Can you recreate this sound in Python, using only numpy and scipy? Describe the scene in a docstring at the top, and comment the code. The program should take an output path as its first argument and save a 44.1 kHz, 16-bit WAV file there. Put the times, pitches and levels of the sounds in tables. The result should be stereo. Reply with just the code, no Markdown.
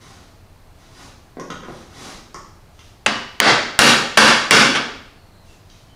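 """In a bare, echoing garage, a machine's upright shaft is turned into place: friction hisses, the
shaft knocks against its stops and its loose collar clinks. A hammer is picked up and gives one trial tap
to a steel pin in the collar. Four hard blows drive the pin through, each exciting the modes of hammer,
pin and frame and overloading the close microphone, whose limiter ducks and lets the room's ring swell
back. The hammer rebounds once and is put away while a far bird chirps faintly."""
import sys
import numpy as np
from scipy import signal
from scipy.fft import rfft, irfft, next_fast_len
from scipy.io import wavfile

SR = 44100
rng = np.random.default_rng(int(sys.argv[2]) if len(sys.argv) > 2 else 0)


def wav_record(signal):
    """Record a signal, one row per channel, as 16-bit PCM in the file named by sys.argv[1]."""
    frames = np.transpose(np.atleast_2d(signal))
    bounded = np.clip(frames, -1, 1)
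    # unit amplitude maps onto the largest positive 16-bit level
    quanta = np.round(bounded * 32767).astype(np.int16)
    wavfile.write(sys.argv[1], SR, quanta)


N = 262395
TIME = np.arange(N) / SR
CUTOFF_HZ = 15500


def from_db(db):
    """Amplitude ratio of a level in decibels."""
    return 10 ** (np.asarray(db) / 20)


def at_hz(points, hz):
    """Interpolation of a table along log frequency."""
    f, value = np.transpose(points)
    return np.interp(np.log(np.maximum(hz, 1)), np.log(f), value)


def add(track, s, sound):
    """Superposition: a sound joins the track at s seconds."""
    at = int(s * SR)
    track[..., at:at + sound.shape[-1]] += sound[..., :N - at]


def coloured(x, spectrum, keep_power=True):
    """Minimum-phase filtering: folding the cepstrum gives a causal response with the given spectrum."""
    size = 2 * next_fast_len(x.shape[-1] // 2 + 4096)
    gain = from_db(at_hz(spectrum, np.arange(size // 2 + 1) * SR / size))
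    if keep_power:
        gain = gain / np.sqrt(np.mean(gain ** 2))
    cepstrum = irfft(np.log(gain))[:size // 2]
    cepstrum[1:] *= 2
    return irfft(rfft(x, size) * np.exp(rfft(cepstrum, size)))[..., :x.shape[-1]]


def soften(x, cut_hz):
    """Low-pass filtering, as in an impact: a longer contact passes less treble."""
    return signal.sosfilt(signal.butter(2, min(cut_hz, .45 * SR), fs=SR, output="sos"), x + 1e-18)


def ring(modes, spread_db, detune=0):
    """Free vibration: damped modes share unit energy a little differently at every strike."""
    t, out = TIME[:SR], 0
    for k, (hz, db, t60) in enumerate(modes):
        luck, bend = rng.standard_normal(2)
        fade = from_db(db + spread_db * luck - np.minimum(60 * t / t60, 200)) / np.sqrt(t60)
        out = out + (-1) ** k * fade * np.sin(2 * np.pi * hz * (1 + detune * bend) * t)
    return out / np.linalg.norm(out)


def contact(rattle_db, rattle_s):
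    """Impulsive excitation of unit energy: a click, then the brief chatter of loose parts."""
    chatter = rng.standard_normal(SR) * np.exp(-np.minimum(TIME[:SR] / rattle_s, 20))
    out = from_db(rattle_db) * chatter / np.linalg.norm(chatter)
    out[0] += 1
    return out / np.linalg.norm(out)


def stereo_noise(count, width):
    """Spatial coherence: noise at two close ports is alike in the bass and parts in the treble."""
    mid, side = rng.standard_normal((2, count))
    return mid + coloured(side, width, keep_power=False) * np.array([[1], [-1]])


def air():
    """Ambient noise: a quiet, steady rumble of air."""
    # Each row: frequency in Hz, level in dB.
    spectrum = [(12, -26), (20, 4.5), (49, -6.5), (93, -0.5), (145, -9), (197, -10.5), (227, -14),
                (496, -18), (539, -19), (655, -15.5), (1840, -26.5), (3600, -31.5), (4140, -29),
                (5170, -34), (15800, -41.5)]
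    # Each row: frequency in Hz, side against mid in dB.
    width = [(60, -14.5), (110, -14), (200, -13.5), (380, -10), (700, -14), (1290, -14.5), (2380, -8.5),
             (4400, -5.5), (8120, -2), (15000, -4)]
    return from_db(-47) * coloured(stereo_noise(N, width), spectrum)


def garage(build_s):
    """Diffuse reverberation: reflections off hard walls build up, then each band dies at its own rate."""
    # Each row: frequency in Hz, reverberation time in seconds.
    decay_times = [(100, 0.59), (260, 0.78), (700, 0.6), (1800, 0.66), (4800, 0.66), (8000, 0.62),
                   (12000, 0.3), (16000, 0.42)]
    # Each row: frequency in Hz, side against mid in dB.
    width = [(30, -24.5), (60, -12.5), (130, -43), (350, -61), (700, -45.5), (1400, -24), (2800, -17.5),
             (5600, -12), (10000, -6), (15000, -5.5)]
    size = 3 * SR // 2
    t, hz = TIME[:size], np.arange(size // 2 + 1) * SR / size
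    noise = rfft(stereo_noise(size, width))
    centres = np.geomspace(100, CUTOFF_HZ, 12)
    echo = 0
    for centre, only in zip(centres, np.eye(len(centres))):
        band = irfft(noise * at_hz(np.c_[centres, only], hz), size)
        echo = echo + band * from_db(-60 * t / at_hz(decay_times, centre))
    echo = echo * (1 - np.exp(-t / build_s))
    return echo / np.linalg.norm(echo[0])


def echoed(sound):
    """Convolution with the garage's impulse response; each call takes other paths between the walls."""
    return signal.fftconvolve(sound[None], garage(build_s=0.0025), axes=1)[:, :N]


def bird(waver_hz):
    """Frequency modulation: the thin notes of a far bird waver as they fall."""
    # Each row: start and length in seconds, first and last pitch in Hz, level in dB.
    notes = [(5.08, 0.22, 4450, 4300, -58), (5.24, 0.22, 4260, 3990, -58),
             (5.475, 0.017, 2710, 2640, -46.5), (5.85, 0.096, 3170, 2990, -53)]
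    out = np.zeros(N)
    for s, length, start_hz, end_hz, db in notes:
        count = int(length * SR)
        waver = soften(rng.standard_normal(SR), cut_hz=134)[:count]
        pitch = np.linspace(start_hz, end_hz, count) + waver_hz * waver / waver.std()
        add(out, s, from_db(db) * np.hanning(count) * np.sin(2 * np.pi * np.cumsum(pitch) / SR))
    return out


def strokes(rows):
    """Gaussian envelopes: each hand movement gathers speed and slows again."""
    return sum(from_db(db) * np.exp(-np.minimum(((TIME - s) / half_s) ** 2 / 2, 20))
               for s, half_s, db in rows)


def slides():
    """Sliding friction: dense tiny slips hiss, and the machine rumbles when its shaft turns."""
    # Each row: middle and half length in seconds, level in dB.
    shaft_turns = [(.01, .15, -49), (.817, 0.044, -55), (1.003, 0.061, -45.5), (1.74, 0.071, -49.5),
                   (2.039, 0.075, -39)]
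    hammer_rustles = [(2.818, 0.065, -54.5), (5.492, 0.045, -54), (5.74, .054, -56)]
    # Each row: frequency in Hz, level in dB.
    hiss_spectrum = [(1000, -16), (2000, -1.5), (4000, 3.5), (6300, 2), (7800, -5.5), (10000, -6),
                     (12500, -17.5), (15500, -24)]
    rumble_spectrum = [(70, -4), (220, 2), (600, -6), (1100, -3), (2500, -15), (6000, -40)]
    slips = rng.standard_normal((2, N))
    turning = strokes(shaft_turns)
    hiss = coloured(slips[0] * (turning + strokes(hammer_rustles)), hiss_spectrum)
    rumble = coloured(slips[1] * turning, rumble_spectrum)
    return hiss + from_db(2) * rumble


def clinks():
    """Modal ringing: the loose collar drops against the shaft and sounds briefly."""
    # Each row: start in seconds, level in dB.
    drops = [(1.398, -8), (1.504, -7), (2.344, -5.5)]
    # Each row: frequency in Hz, level in dB, 60 dB decay time in seconds.
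    collar_modes = [(1075, 2, .05), (1270, -6, .02), (4370, -11, .005), (5300, -5, .006), (5950, -5, .006),
                    (6820, -5, .008), (8495, -14, .005), (11440, -22, .005)]
    out = np.zeros(N)
    for s, db in drops:
        add(out, s, from_db(db) * ring(collar_modes, spread_db=1.5))
    return out


def knocks():
    """Backlash: the shaft meets its stops and the hollow housing thuds; harder contacts clack more."""
    # Each row: start in seconds, strength in dB, contact cut-off in Hz.
    impacts = [(1.370, -0.5, 550), (1.397, 0.5, 830), (1.503, 1, 2020), (1.635, -7.5, 1210),
               (1.684, 0.5, 327), (2.345, -5.5, 1000), (2.792, -20, 5040), (5.7, -25, 5000)]
    # Each row: frequency in Hz, level in dB.
    thud_spectrum = [(60, -20), (130, -3), (200, 0), (280, 5), (380, 0), (520, 1.5), (800, -3), (1300, 1),
                     (2200, -1.5), (3500, -5.5)]
    clack_spectrum = [(300, -6.5), (1500, -10), (2300, -10), (3200, 5), (4500, -1), (6200, 9), (7800, -22),
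                      (10000, -14), (15000, -32)]
    hard_clack_db = 6   # against the thud, for a perfectly hard contact
    out = np.zeros(N)
    for s, db, cut_hz in impacts:
        thud = coloured(soften(contact(rattle_db=5.0, rattle_s=0.004), cut_hz), thud_spectrum)
        clack = coloured(soften(contact(rattle_db=12.0, rattle_s=0.0037), cut_hz), clack_spectrum)
        add(out, s, from_db(db) * (thud / np.linalg.norm(thud) + from_db(hard_clack_db) * clack))
    return out


def crack(length_s, cut_hz, grind_db):
    """Forced vibration: the grinding faces keep hammer head and collar ringing briefly; peak one."""
    # Each row: frequency in Hz, level in dB, 60 dB decay time in seconds.
    head_modes = [(650, -7, .003), (1150, -2, .003), (1850, -1, .004), (2950, 0, .005), (4300, -8, .002),
                  (5900, -8, .003), (9300, -6, .003)]
    count = SR // 20
    grind = rng.standard_normal(count) * np.exp(-np.minimum((TIME[:count] / length_s) ** 4, 40))
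    push = from_db(grind_db) * grind
    push[0] += 1
    response = ring(head_modes, spread_db=1, detune=0.029)[:count]
    out = signal.fftconvolve(soften(push, cut_hz), response)
    return out / np.abs(out).max()


def hammer():
    """Impact radiation: a direct crack, a clang into the room, and the machine's frame ringing on."""
    # A trial tap, four hard blows, a rebound; at the last hard blow the pin gives and shakes the frame
    # less. Each row: start in seconds, strength in dB, grind time in seconds, contact cut-off in Hz,
    # frame shake in dB, one mode's frequency in Hz and level in dB. Shake and mode are against the clang.
    blows = [(3.0615, 17, 0.0075, 5840, -1.5, 2940, -11), (3.4014, 32.5, 0.0012, 6040, -5, 2050, -12.5),
             (3.790, 35.5, 0.0021, 13600, -5, 12400, -43), (4.172, 36, 0.01, 9650, -3, 1744, -17),
             (4.509, 34.5, 0.0024, 9500, -11, 2980, -20.5), (4.750, 16, 0.029, 4300, -3.5, 10800, -35)]
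    # Each row: frequency in Hz, level in dB, 60 dB decay time in seconds.
    pin_modes = [(1660, -5, .012), (2030, -7, .025), (2810, -4, .025), (3050, -4, .02), (3384, -8, .03),
                 (4250, -6, .015), (6830, -14, .04), (9200, -12, .01), (10850, -21, .05)]   # pin and shaft, damped by the collar
    frame_modes = [(145.6, -1, 0.47), (215.6, 12.5, 0.28), (237.3, 4.5, 0.53), (293.7, 6, 0.34),
                   (383.4, 2, 0.38), (524.5, -2, 0.63), (690, 0.5, 0.46), (870, 1.5, 0.52),
                   (969, 1.5, 0.52), (1172, 5.5, 0.51), (1175, 2.5, 0.36), (1355, -0.5, 0.18),
                   (1407, -12, 0.13), (1590, -6, 0.26)]   # frame and covers
    # Each row: frequency in Hz, level in dB.
    clang_spectrum = [(21, -52), (35, -21), (95, -14), (136, -6.5), (171, -9.5), (226, -4.5), (341, -5.5),
                      (527, -2.5), (630, -4.5), (1660, -1), (2570, -6), (4750, -6.5), (7920, -19.5),
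                      (9720, -18.5), (15800, -43.5)]
    brightness = [(1000, -2.0), (6000, -2), (9000, 1.0), (14000, 4.5)]   # steel radiates treble well
    frame_spread_s = 0.061   # time the shock takes to spread through the frame
    reach = 1 - np.exp(-TIME[:SR] / frame_spread_s)
    out = np.zeros((2, N))
    for s, db, grind_s, cut_hz, shake_db, mode_hz, mode_db in blows:
        clang = coloured(contact(rattle_db=-9.5, rattle_s=0.009), clang_spectrum)
        pin = from_db(-16) * ring(pin_modes, spread_db=4)
        clang = soften(coloured(clang, brightness, keep_power=False) + pin, cut_hz)
        # Where the hammer lands decides which mode sings out.
        ping = ring([(mode_hz, 0, .015)], spread_db=0)
        add(out, s, from_db(db) * echoed(clang + from_db(mode_db) * ping))
        add(out, s, from_db(db + shake_db) * reach * ring(frame_modes, spread_db=1.5, detune=0.0029))
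        # A longer grind spreads the push: the peak loses 6 dB for each doubling from 1 ms.
        crack_db = 19.5 - 6 * np.log2(1000 * grind_s)
        add(out, s, from_db(crack_db) * crack(grind_s, cut_hz, grind_db=-12.0))
    return out


def scene():
    """Direct and reverberant fields add at the microphone, over the rumble of the air."""
    blows = hammer()
    handling = knocks() + clinks()
    direct = from_db(-5.5) * handling
    reverberant = echoed(handling + slides() + bird(waver_hz=97.7))
    return air() + reverberant + direct + blows


def limiter(x, threshold_db, release_db_per_s, attack_s):
    """Automatic gain control: the gain falls quickly after a peak and climbs back steadily."""
    over_db = np.maximum(20 * np.log10(np.abs(x).max(axis=0) + 1e-9) - threshold_db, 0)
    held_db = np.maximum.accumulate(over_db + release_db_per_s * TIME) - release_db_per_s * TIME
    pole = np.exp(-1 / (attack_s * SR))
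    return x * from_db(-signal.lfilter([1 - pole], [1, -pole], held_db))


def record(dry):
    """Saturation: the first cycles of a blow outrun the limiter and clip; a low-pass cuts the top."""
    limited = limiter(dry, threshold_db=1.03, release_db_per_s=190.0, attack_s=0.0023)
    clipped = .97 * limited / (1 + limited ** 8) ** (1 / 8)
    return signal.sosfilt(signal.butter(32, CUTOFF_HZ, fs=SR, output="sos"), clipped)


dry = scene()
out = record(dry)
wav_record(out)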